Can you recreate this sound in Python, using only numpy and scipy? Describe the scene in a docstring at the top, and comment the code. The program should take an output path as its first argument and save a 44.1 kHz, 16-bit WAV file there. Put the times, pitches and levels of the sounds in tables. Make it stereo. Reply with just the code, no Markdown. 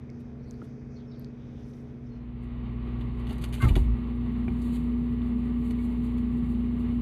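"""A spatula stirs thick chocolate in a quiet kitchen; the place then fades to inside a running refrigerator.
The door seal peels off with a squeak, the door thuds open, jars shift and a sleeve rustles in reaching for a pan.
Compressor and mains buzz are wavering sines, fan and air are filtered noise, and knocks ring decaying modes.
Paste, seal and sleeve are swells of noise; two microphones hear some sources slightly apart in time."""
import sys
import numpy as np
from scipy import signal
from scipy.fft import rfft, irfft, next_fast_len
from scipy.io import wavfile

SR = 44100
rng = np.random.default_rng(int(sys.argv[2]) if len(sys.argv) > 2 else 0)


def unload_audio(sound):
    """Save the sound as a 16-bit wav file, at the path given as the first command line argument."""
    columns = np.transpose(np.atleast_2d(sound))
    # keep every value between -1 and 1, then stretch to whole-number steps
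    steps = np.round(np.clip(columns, -1, 1) * 32767)
    wavfile.write(sys.argv[1], SR, steps.astype(np.int16))


N = 309141
T = np.arange(N) / SR  # s
FADE_START_S, FADE_END_S = 1.9, 2.93  # the kitchen gives way to the refrigerator
SWING_START_S, SWING_END_S = 3.37, 4.75  # the door swings open
CUTOFF_HZ = 15900  # top of the recorded band
FAN_LAG = 12  # samples by which the left microphone hears fan and compressor late


def amp(db):
    """Amplitude factor of a level in dB."""
    return 10 ** (np.asarray(db) / 20)


def rms_one(x):
    """Scale a signal to rms 1."""
    return x / np.sqrt(np.mean(x ** 2) + 1e-20)


def at_hz(points, hz):
    """Read a level curve, straight in dB over log frequency."""
    points = np.array(points)
    return np.interp(np.log(hz), np.log(points[:, 0]), points[:, 1])


def ramp(start, end):
    """0 before start, 1 after end, both in seconds."""
    return np.clip((T - start) / (end - start), 0, 1)


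def inside(shut_db, open_db):
    """Gain of a refrigerator sound: fades in, then moves to its open-door level."""
    level_db = shut_db + (open_db - shut_db) * ramp(SWING_START_S, SWING_END_S)
    return ramp(FADE_START_S, FADE_END_S) * amp(level_db)


def drift(rate_hz):
    """Slow chance of spread 1: noise through two equal low-pass poles, computed every 40 samples."""
    r = np.exp(-80 * np.pi * rate_hz / SR)
    noise = rng.standard_normal(N // 40 + 4002)
    slow = signal.lfilter([1], [1, -2 * r, r * r], noise)[4000:]
    return np.interp(np.arange(N) / 40, np.arange(len(slow)), rms_one(slow - slow.mean()))


def air(spectrum, side_db, peaks=()):
    """Stereo noise: a coloured middle of rms 1 and an unrelated side part."""
    size = next_fast_len(N)
    hz = np.maximum(np.fft.rfftfreq(size, 1 / SR), 1)
    peak_db = sum(top / (1 + (2 * (hz - f) / w) ** 2) for f, w, top in peaks)
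    db = at_hz(spectrum, hz) + peak_db
    white = rfft(rng.standard_normal((2, size)))
    mid = irfft(white[0] * amp(db), size)[:N]
    side = irfft(white[1] * amp(db + at_hz(side_db, hz)), size)[:N]
    return np.array([mid + side, mid - side]) / np.std(mid)


def tone(hz, waver_db):
    """A sine of about rms 1 whose level wavers."""
    waver = amp(waver_db * np.tanh(drift(7.8)))
    return np.sqrt(2) * waver * np.sin(2 * np.pi * (hz * T + rng.random()))


def resonance(x, hz, width_hz):
    """Two-pole band-pass of gain near 1 at its centre."""
    r = np.exp(-np.pi * width_hz / SR)
    poles = [1, -2 * r * np.cos(2 * np.pi * hz / SR), r * r]
    return signal.lfilter([(1 - r * r) / 2, 0, (r * r - 1) / 2], poles, x)


def ring(clicks, hz, t60):
    """A unit click sets a decaying sine of starting height 1 ringing."""
    r, w = amp(-60 / (t60 * SR)), 2 * np.pi * hz / SR
    return signal.lfilter([0, np.sin(w)], [1, -2 * r * np.cos(w), r * r], clicks + 1e-18)


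def add(out, s, sound):
    """Mix a sound in at s seconds, cut at the end of the scene."""
    at = round(s * SR)
    out[..., at:at + sound.shape[-1]] += sound[..., :N - at]


# kitchen room air: f/Hz, relative level/dB per Hz
KITCHEN_AIR = [(25, -29), (38, -5), (70, -1.5), (130, -12), (170, -10), (240, -10.5), (400, -15.5),
               (520, -21), (1000, -32), (2400, -38), (2800, -49.5), (6200, -60), (7000, -64), (15000, -75)]
# its width at the microphones: f/Hz, side minus mid level/dB
KITCHEN_SIDE = [(60, -20), (200, -0.5), (380, -8), (700, -1), (1900, -4.5), (2300, -21.5), (6000, -18.5),
                (8000, 2), (15000, 7.5)]
# appliance tones in the kitchen: f/Hz, level/dB
KITCHEN_TONES = [(77.5, -59.5), (135.5, -47), (214, -54.5), (300, -61), (412, -62), (428, -61), (472, -67),
                 (2530, -83)]


def kitchen():
    """Room air as coloured noise and appliances as wavering sines, fading out."""
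    tones = sum(amp(db) * tone(hz, 2.0) for hz, db in KITCHEN_TONES)
    room = amp(-46.5) * air(KITCHEN_AIR, KITCHEN_SIDE)
    return (1 - ramp(FADE_START_S, FADE_END_S)) * (room + tones)


# fan air: f/Hz, relative level/dB per Hz
FAN_AIR = [(240, -8.5), (400, -3), (595, -12), (1150, -11.5), (1520, -20.5), (1930, -21), (2970, -20.5),
           (4680, -36), (5000, -55.5), (6000, -57), (8000, -56.5), (12000, -84)]
# air resonances of the cabinet: f/Hz, width/Hz, boost level/dB
CABINET = [(1140, 96, 4), (1934, 130, 7.5), (2167, 110, 7), (3260, 160, -7)]
# width of sound in the cabinet: f/Hz, side minus mid level/dB
FRIDGE_SIDE = [(60, -63), (140, -50.5), (210, -8), (330, -16.5), (500, -3.5), (770, 3), (1170, 1),
               (1790, -6), (2740, 0), (3600, -0.5), (4600, 0), (5100, 25), (6000, 17), (8000, -3)]


def fan_air(level_db):
    """Air noise spread through the cabinet, and a direct part from the fan, late at the left microphone."""
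    spread = air(FAN_AIR, FRIDGE_SIDE, CABINET)
    direct = air(FAN_AIR, FRIDGE_SIDE, CABINET)[0]
    direct = signal.sosfilt(signal.butter(2, 800, "high", fs=SR, output="sos"), direct)
    return amp(level_db) * (spread + amp(-3.5) * np.array([np.roll(direct, FAN_LAG), direct]))


# compressor shaft orders: multiple of shaft rate, relative level/dB
SHAFT_ORDERS = [(1, 0), (2, -32.5), (6, -19.5), (7, -22), (29, -31), (33, -44.5)]
SHAFT_HZ = 58.8


def compressor():
    """Turning shaft as wavering sines at multiples of its rate."""
    fundamental, *orders = [amp(db) * tone(k * SHAFT_HZ, 1.0) for k, db in SHAFT_ORDERS]
    # the fundamental comes through the shelf, the higher orders through the air
    higher = sum(orders)
    return fundamental + np.array([np.roll(higher, FAN_LAG), higher])


# mains buzz: multiple of buzz rate, waver/dB, kitchen level/dB, door shut level/dB, door open level/dB
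BUZZ = [(1, 4, -53, -39, -44.5), (2, -1.15, -45, -39, -29)]
BUZZ_HZ = 120
KITCHEN_PAN_DB, FRIDGE_PAN_DB = 1.5, -.8  # left minus right


def mains_buzz():
    """Wavering harmonics heard in both places, leaning to one side in each."""
    fade, buzz = ramp(FADE_START_S, FADE_END_S), 0
    for k, waver_db, kitchen_db, shut_db, open_db in BUZZ:
        gain = (1 - fade) * amp(kitchen_db) + inside(shut_db, open_db)
        buzz = buzz + gain * tone(k * BUZZ_HZ, waver_db)
    pan_db = KITCHEN_PAN_DB + (FRIDGE_PAN_DB - KITCHEN_PAN_DB) * fade
    return buzz * amp(pan_db * [[.5], [-.5]])


# fan blade tones: f/Hz, width of each of two filters/Hz, relative level/dB
FAN_BLADE = [(214.7, 13, -33.5), (435.8, 27, -50)]


def fan_blades():
    """An unsteady fan spreads each blade tone into a narrow band of noise."""
    out = 0
    for hz, width_hz, db in FAN_BLADE:
        narrow = resonance(rng.standard_normal(N), hz, width_hz)
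        out = out + amp(db) * rms_one(resonance(narrow, hz, width_hz))
    return out


# tones heard while the door is shut: f/Hz, level/dB
CLOSED_TONES = [(42, -43), (135.5, -49)]
# rumble in the cabinet: f/Hz, relative level/dB per Hz
RUMBLE = [(25, 1.5), (40, -24.5), (52, -20), (90, 9.5), (110, -8.5), (130, 4.5), (155, 7), (185, -2),
          (205, -1), (260, -2), (300, -4), (370, -17), (450, -20.5), (520, -66)]
# gains (door shut dB, door open dB)
COMPRESSOR_DB, RUMBLE_DB, AIR_DB, BLADE_DB = (-34, -33.5), (-41, -37), (-50.5, -51), (-14.5, -5.5)


def fridge():
    """Compressor, buzz, fan, rumble and air from inside the cabinet, balanced by the door's position."""
    shaft = inside(*COMPRESSOR_DB) * compressor()
    shut_tones = inside(0, -33.5) * sum(amp(db) * tone(hz, 1.9) for hz, db in CLOSED_TONES)
    blades = inside(*BLADE_DB) * fan_blades()
    rumble = inside(*RUMBLE_DB) * air(RUMBLE, FRIDGE_SIDE)
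    wind = inside(*AIR_DB) * fan_air(drift(8.5))
    return shaft + mains_buzz() + shut_tones + blades + rumble + wind


# spatula dragging through the paste: low edge f/Hz, high edge f/Hz, level/dB
DRAG = [(4430, 6430, -80), (2760, 3900, -81)]
DRAG_END_S = 2.3  # the stirring dies away before the room does


def drag():
    """Wet friction as bands of noise with a drifting level."""
    out = 0
    for low_hz, high_hz, db in DRAG:
        band = signal.butter(4, [low_hz, high_hz], "band", fs=SR, output="sos")
        noise = rms_one(signal.sosfilt(band, rng.standard_normal(N)))
        out = out + amp(db + 3.2 * drift(3.4)) * noise
    return (1 - ramp(FADE_START_S, DRAG_END_S)) * out


# wet squeaks of the blade on the bowl: t/s, length/s, first f/Hz, last f/Hz, level/dB, half width/Hz
SQUELCHES = [(0.373, 0.24, 4240, 4650, -75, 300), (0.41, 0.056, 5330, 5800, -75, 300),
             (0.898, 0.099, 6200, 5400, -76.5, 400), (0.95, 0.095, 4770, 3010, -70, 600),
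             (0.955, 0.032, 4340, 4370, -68, 50), (1, 0.074, 3300, 3500, -74, 250),
             (1.068, 0.07, 5350, 5200, -69, 90), (1.091, 0.087, 4870, 2910, -72, 500),
             (1.112, 0.035, 3970, 3720, -69, 60), (1.103, 0.045, 4650, 4600, -74, 100),
             (1.122, 0.079, 5430, 5340, -77, 250), (1.098, 0.21, 4600, 4470, -74, 400),
             (1.507, 0.37, 5550, 5620, -75.5, 650), (2.033, 0.08, 5500, 5300, -81, 350),
             (2.082, 0.11, 4330, 4100, -74, 70), (2.19, .06, 4200, 4100, -78, 90)]


def squelches():
    """Bands of noise that slide in pitch as the wet blade drags."""
    out = np.zeros(N)
    for s, length, first_hz, last_hz, db, spread_hz in SQUELCHES:
        t = T[:round(length * SR)]
        turns = np.cumsum(first_hz + (last_hz - first_hz) * t / length) / SR
        low_pass = signal.butter(2, spread_hz, fs=SR, output="sos")
        rough = signal.sosfilt(low_pass, rng.standard_normal((2, SR // 2)))[:, -len(t):]
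        band = rough[0] * np.sin(2 * np.pi * turns) + rough[1] * np.cos(2 * np.pi * turns)
        add(out, s, amp(db) * np.sin(np.pi * t / length) * rms_one(band))
    # the blade grips and lets go, which breaks the squeaks up
    return out * amp(2.5 * drift(90))


# paste smacking: t/s, level before the soft onset/dB, f/Hz
SMACKS = [(0.1011, -41.5, 5220), (0.2029, -64, 3230), (0.5103, -32.5, 6300), (1.1957, -36, 13400),
          (1.246, -35, 4560), (1.736, -48, 3640), (2.4365, -59, 3810)]
# taps on bowl and pan: t/s, level before the soft onset/dB, f/Hz, t60/s
BOWL_TAPS = [(0.0944, -50.5, 2180, .031), (0.617, -46, 1273, 0.04), (0.618, -46, 1410, 0.038),
             (0.625, -27.5, 260, .031), (5.707, -55, 4320, 0.049), (5.788, -48.5, 2230, 0.11)]
SMACK_T60_S = 0.0022
SMACK_OVERTONE, SMACK_OVERTONE_DB = 2.2, -23  # a smack also rings higher up: ratio and level


def spatula():
    """Smacks of the paste and taps on bowl and pan, each a short decaying sine."""
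    out, t = np.zeros(N), T[:SR // 10]
    smacks = [(s, db, hz, SMACK_T60_S) for s, db, hz in SMACKS]
    higher = [(s, db + SMACK_OVERTONE_DB, hz * SMACK_OVERTONE, t60)
              for s, db, hz, t60 in smacks if hz * SMACK_OVERTONE < CUTOFF_HZ]
    onset = 1 - np.exp(-t / 0.000096)
    for s, db, hz, t60 in smacks + higher + BOWL_TAPS:
        add(out, s, amp(db - 60 * t / t60) * onset * np.sin(2 * np.pi * hz * t))
    return out


# paste, seal and sleeve rubbing, each a swell: peak t/s, level/dB, length/s
RUBS = [(0.206, -71.5, 0.046), (0.504, -75, 0.2), (0.643, -72, 0.17), (1.208, -75, .12), (1.707, -76, 0.61),
        (2.438, -73.5, 0.057), (3.018, -76, .1), (3.21, -73, 0.13), (3.348, -70, 0.19), (3.427, -58, 0.054),
        (3.49, -63, 0.052), (3.56, -60, 0.093), (3.62, -49.5, 0.1), (3.688, -43.5, 0.048),
        (3.776, -57.5, 0.22), (4.646, -62, 0.28), (4.755, -55.5, .14), (5.685, -69.5, 0.22),
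        (5.843, -70, 0.39), (6.053, -63.5, 0.13), (6.182, -67, 0.063), (6.37, -74.5, 0.13),
        (6.499, -74, 0.3), (6.8, -71, 0.12), (6.95, -82.5, .12)]
# rustle: f/Hz, relative level/dB per Hz
RUSTLE_COLOUR = [(1500, -28.5), (2500, -3.5), (4500, -3), (5200, -31.5), (6200, -17.5), (7000, -9),
                 (10000, -8.5), (13000, -12), (14200, -13), (14800, -46)]
# width of rustle and ticks: f/Hz, side minus mid level/dB
RUB_SIDE = [(1000, -19), (5000, 7), (8000, -3.5), (15000, -12)]
RUB_RISE_SHARE, RUB_EDGE_DB = .45, -24.5  # share of a swell spent rising; level at its two ends
CLOTH_DB = (-83.5, -75.5)  # faint underlying rustle (door shut, door open)


def rubbing():
    """Rubbing surfaces as swells of flickering coloured noise."""
    swell = inside(*CLOTH_DB)
    for s, db, length in RUBS:
        away = np.maximum((s - T) / RUB_RISE_SHARE, (T - s) / (1 - RUB_RISE_SHARE)) / length
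        swell = swell + amp(db + RUB_EDGE_DB * away)
    out = swell * amp(1.8 * drift(21)) * air(RUSTLE_COLOUR, RUB_SIDE)
    # the paste is straight ahead, the cabinet all around
    return np.where(T < FADE_START_S, out.mean(axis=0), out)


# seal letting go, shelves and jars ticking:
# t/s, bright part level/dB, dull part level/dB, left minus right level/dB, t60/s
TICKS = [(3.0081, -78.5, -58, 22, 0.071), (3.1944, -70, -79, 11, 0.038), (3.266, -65, -55, 1, 0.14),
         (3.292, -61.5, -54.5, -1, 0.24), (3.323, -68, -60, 7, 0.087), (3.381, -59, -62, 0, 0.031),
         (3.412, -60.5, -53.5, -2, 0.26), (3.438, -47.5, -45.5, 2.5, 0.052), (3.5245, -56, -51, 0, 0.06),
         (3.531, -52, -47.5, -0.5, 0.21), (3.5744, -81, -54, 2, 0.13), (3.618, -50, -41.5, -1, 0.26),
         (3.684, -61, -44, 6, 0.082), (3.754, -47.5, -39, 1.5, 0.1), (4.2086, -78, -57.5, 10, 0.043),
         (4.48, -72, -61, 1, 0.072), (4.616, -56.5, -67, 0, 0.069), (4.7567, -62, -49.5, 1, 0.062),
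         (5.216, -88, -56.5, -6, 0.043), (5.707, -56.5, -55, -1, 0.059), (6.062, -66, -57, -1, .07),
         (6.18, -68.5, -55.5, 0, .06), (6.545, -77, -57, 11.5, 0.065), (6.605, -84, -57.5, 14.5, 0.034)]
# bright part of a tick: f/Hz, relative level/dB per Hz
TICK_BRIGHT = [(2500, -37.5), (3500, 4), (4600, 9.5), (5300, -9), (6200, 2.5), (7000, 0.5), (10000, 4),
               (13500, -0.5), (14300, -15), (14900, -43.5)]
# dull part of a tick: f/Hz, relative level/dB per Hz
TICK_DULL = [(600, 11.5), (1200, 3.5), (2500, 7.5), (4000, 4), (5500, -99)]
TICK_RISE_S = 0.0014


def ticks():
    """Small releases and contacts as dying puffs of crackling noise in two bands."""
    out = np.zeros((2, N))
    crackle = amp(4 * drift(600))
    bright = air(TICK_BRIGHT, RUB_SIDE) * crackle
    dull = air(TICK_DULL, RUB_SIDE) * crackle
    t = T[:SR // 4]
    for s, bright_db, dull_db, pan_db, t60 in TICKS:
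        at = round(s * SR)
        span = slice(at, at + len(t))
        puff = amp(bright_db) * bright[:, span] + amp(dull_db) * dull[:, span]
        shape = amp(-60 * t / t60) * (1 - np.exp(-t / TICK_RISE_S))
        add(out, s, puff * shape / shape.max() * amp([[pan_db / 2], [-pan_db / 2]]))
    return out


# jars knocking in the door shelf:
# t/s, strike level/dB, f struck hardest/Hz, loss away from there/dB per octave
CLINKS = [(3.268, -51, 4030, 8), (3.296, -52, 3600, 8), (3.306, -48, 4000, 8), (3.4382, -44, 2900, 6),
          (3.533, -50, 2400, 14), (3.541, -46, 2600, 14), (3.560, -47, 2200, 14), (3.633, -44, 2950, 25),
          (3.6852, -38, 2380, 26), (3.691, -39.5, 2420, 22), (3.7542, -35, 3600, 10), (3.759, -45, 2400, 8),
          (4.4806, -42.5, 2110, 19), (5.707, -50.5, 2000, 10)]
# jar modes: f/Hz, relative level/dB, t60/s
JARS = [(820, -4, .03), (1440, 0, 0.036), (1956, 0, 0.03), (2190, -2.5, 0.036), (2380, 1, 0.037),
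        (2710, -4.5, 0.03), (2920, 1, 0.06), (3250, -3, 0.03), (3380, 0, .025), (3670, 1, 0.032),
        (3980, -4, .03), (4350, 2, 0.028), (6050, -8, .025)]
CONTACTS, CONTACT_GAP_S, CONTACT_LOSS_DB = 3, .0016, 4  # a knock is a few quick, weakening contacts


def jars():
    """Each contact rings the jar modes, hardest near the knock's own pitch and a little unevenly."""
    s, db, struck_hz, fall_db = np.transpose(CLINKS)[..., None]
    order = np.arange(CONTACTS)
    gaps = CONTACT_GAP_S * order * rng.uniform(.7, 1.3, (len(s), CONTACTS))
    at = ((s + gaps) * SR).astype(int)
    uneven_db = 2.5 * rng.standard_normal((len(s), CONTACTS, len(JARS)))
    out = np.zeros(N)
    for k, (hz, top, t60) in enumerate(JARS):
        loss_db = CONTACT_LOSS_DB * order + fall_db * np.abs(np.log2(hz / struck_hz))
        clicks = np.zeros(N)
        clicks[at] = amp(db + top - loss_db + uneven_db[..., k]) * (-1) ** k
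        out += ring(clicks, hz, t60)
    # the left microphone hears it four samples late
    return np.array([np.roll(out, 4), out])


# partials of the seal lip as it peels: t/s, length/s, first f/Hz, last f/Hz, level/dB
SQUEAK = [(3.602, 0.021, 1200, 1130, -41.5), (3.614, 0.038, 1115, 1075, -37),
          (3.640, 0.021, 1070, 990, -47), (3.600, 0.018, 1500, 1490, -42),
          (3.610, 0.037, 1620, 1510, -39.5), (3.600, 0.064, 2105, 2110, -38),
          (3.617, .024, 3100, 2400, -44), (3.636, 0.028, 1350, 1305, -37.5),
          (3.638, 0.028, 1800, 1870, -46.5), (3.658, 0.031, 1205, 1200, -41), (3.618, 0.016, 835, 810, -46),
          (3.650, .036, 850, 876, -46)]
SQUEAK_WOBBLE, SQUEAK_GRIT_DB = .012, 3.0  # spread of the pitch ratio and of the roughness


def squeak():
    """Overlapping partials swell and die, wobbling in pitch and roughened together by the slipping lip."""
    out, wobble = np.zeros(N), 1 + SQUEAK_WOBBLE * drift(150)
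    for s, length, first_hz, last_hz, db in SQUEAK:
        t = T[:round(length * SR)]
        glide_hz = first_hz + (last_hz - first_hz) * t / length
        turns = np.cumsum(glide_hz * wobble[round(s * SR):][:len(t)]) / SR
        swell = np.sin(np.pi * t / length) ** 0.99
        add(out, s, amp(db) * np.sqrt(2) * swell * np.sin(2 * np.pi * (turns + rng.random())))
    out = out * amp(SQUEAK_GRIT_DB * drift(430))
    # it reaches the two microphones a little apart
    return np.array([np.roll(out, 4), out])


# the swinging door shakes the cabinet in bouts: start t/s, end t/s, first f/Hz, last f/Hz, level/dB
SHUDDERS = [(3.715, 3.82, 42.2, 54, -23), (3.832, 3.935, 60.2, 51, -23.5)]
SHUDDER_EDGE_S = 0.0075
SHUDDER_OCTAVE_DB = -12.5  # the shake is lopsided, which adds its octave


def shudder():
    """Lopsided low shaking of uneven strength and sliding speed."""
    out = 0
    for start, end, first_hz, last_hz, db in SHUDDERS:
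        held = ramp(start - SHUDDER_EDGE_S, start) - ramp(end, end + SHUDDER_EDGE_S)
        mean_hz = first_hz + (last_hz - first_hz) * ramp(start, end) / 2  # averaged since the start
        turn = 2 * np.pi * (T - start) * mean_hz
        out = out + amp(db) * held * (np.cos(turn) + amp(SHUDDER_OCTAVE_DB) * np.cos(2 * turn))
    return np.sqrt(2) * amp(1.3 * drift(25)) * out


# blows on the cabinet: t/s, level/dB, contact softness f/Hz
THUDS = [(3.294, -32, 402), (3.309, -25.5, 404), (3.628, -15, 151), (3.637, -11.5, 150),
         (3.654, -18.5, 140), (3.669, -14, 138), (3.702, -10.5, 152), (3.765, -16.5, 563),
         (3.771, -22, 500), (4.481, -27.5, 900)]
# cabinet modes: f/Hz, relative level/dB, t60/s
BODY = [(46.6, -10, 0.2), (79.3, 1, 0.1), (123.6, 0, 0.08), (286, -10.5, 0.12), (362, -4.5, 0.097),
        (646, -1, 0.0095), (780, -16, 0.15)]
# loose shelves and liner: f/Hz, relative level/dB per Hz
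THUMP_COLOUR = [(60, -18), (120, 14), (350, -3.5), (600, -19), (1000, -11.5), (1500, -49)]


def door():
    """Soft blows ring the cabinet modes and rattle loose parts; the swing shakes it."""
    blows, rattle = np.zeros((2, N))
    t = T[:SR // 20]
    for s, blow_db, soft_hz in THUDS:
        push = t * np.exp(-2 * np.pi * soft_hz * t)
        add(blows, s, -amp(blow_db) * push / push.sum())
        add(rattle, s, amp(blow_db - 10.0 - 60 * t / 0.11) * (1 - np.exp(-t / 0.0046)))
    body = sum(amp(top) * ring(blows, hz, t60) for hz, top, t60 in BODY)
    return body + rattle * air(THUMP_COLOUR, FRIDGE_SIDE) + shudder()


def scene():
    """Both places, with the stirring first and the door opening later."""
    places = kitchen() + fridge()
    stirring = drag() + squelches() + spatula()
    return places + stirring + rubbing() + ticks() + jars() + squeak() + door()


def record(dry):
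    """The microphone loses the deepest bass, the top is cut."""
    dry = signal.sosfilt(signal.butter(4, 36, "high", fs=SR, output="sos"), dry)
    return signal.sosfilt(signal.cheby2(12, 70, CUTOFF_HZ, fs=SR, output="sos"), dry)


dry = scene()
out = record(dry)
unload_audio(out)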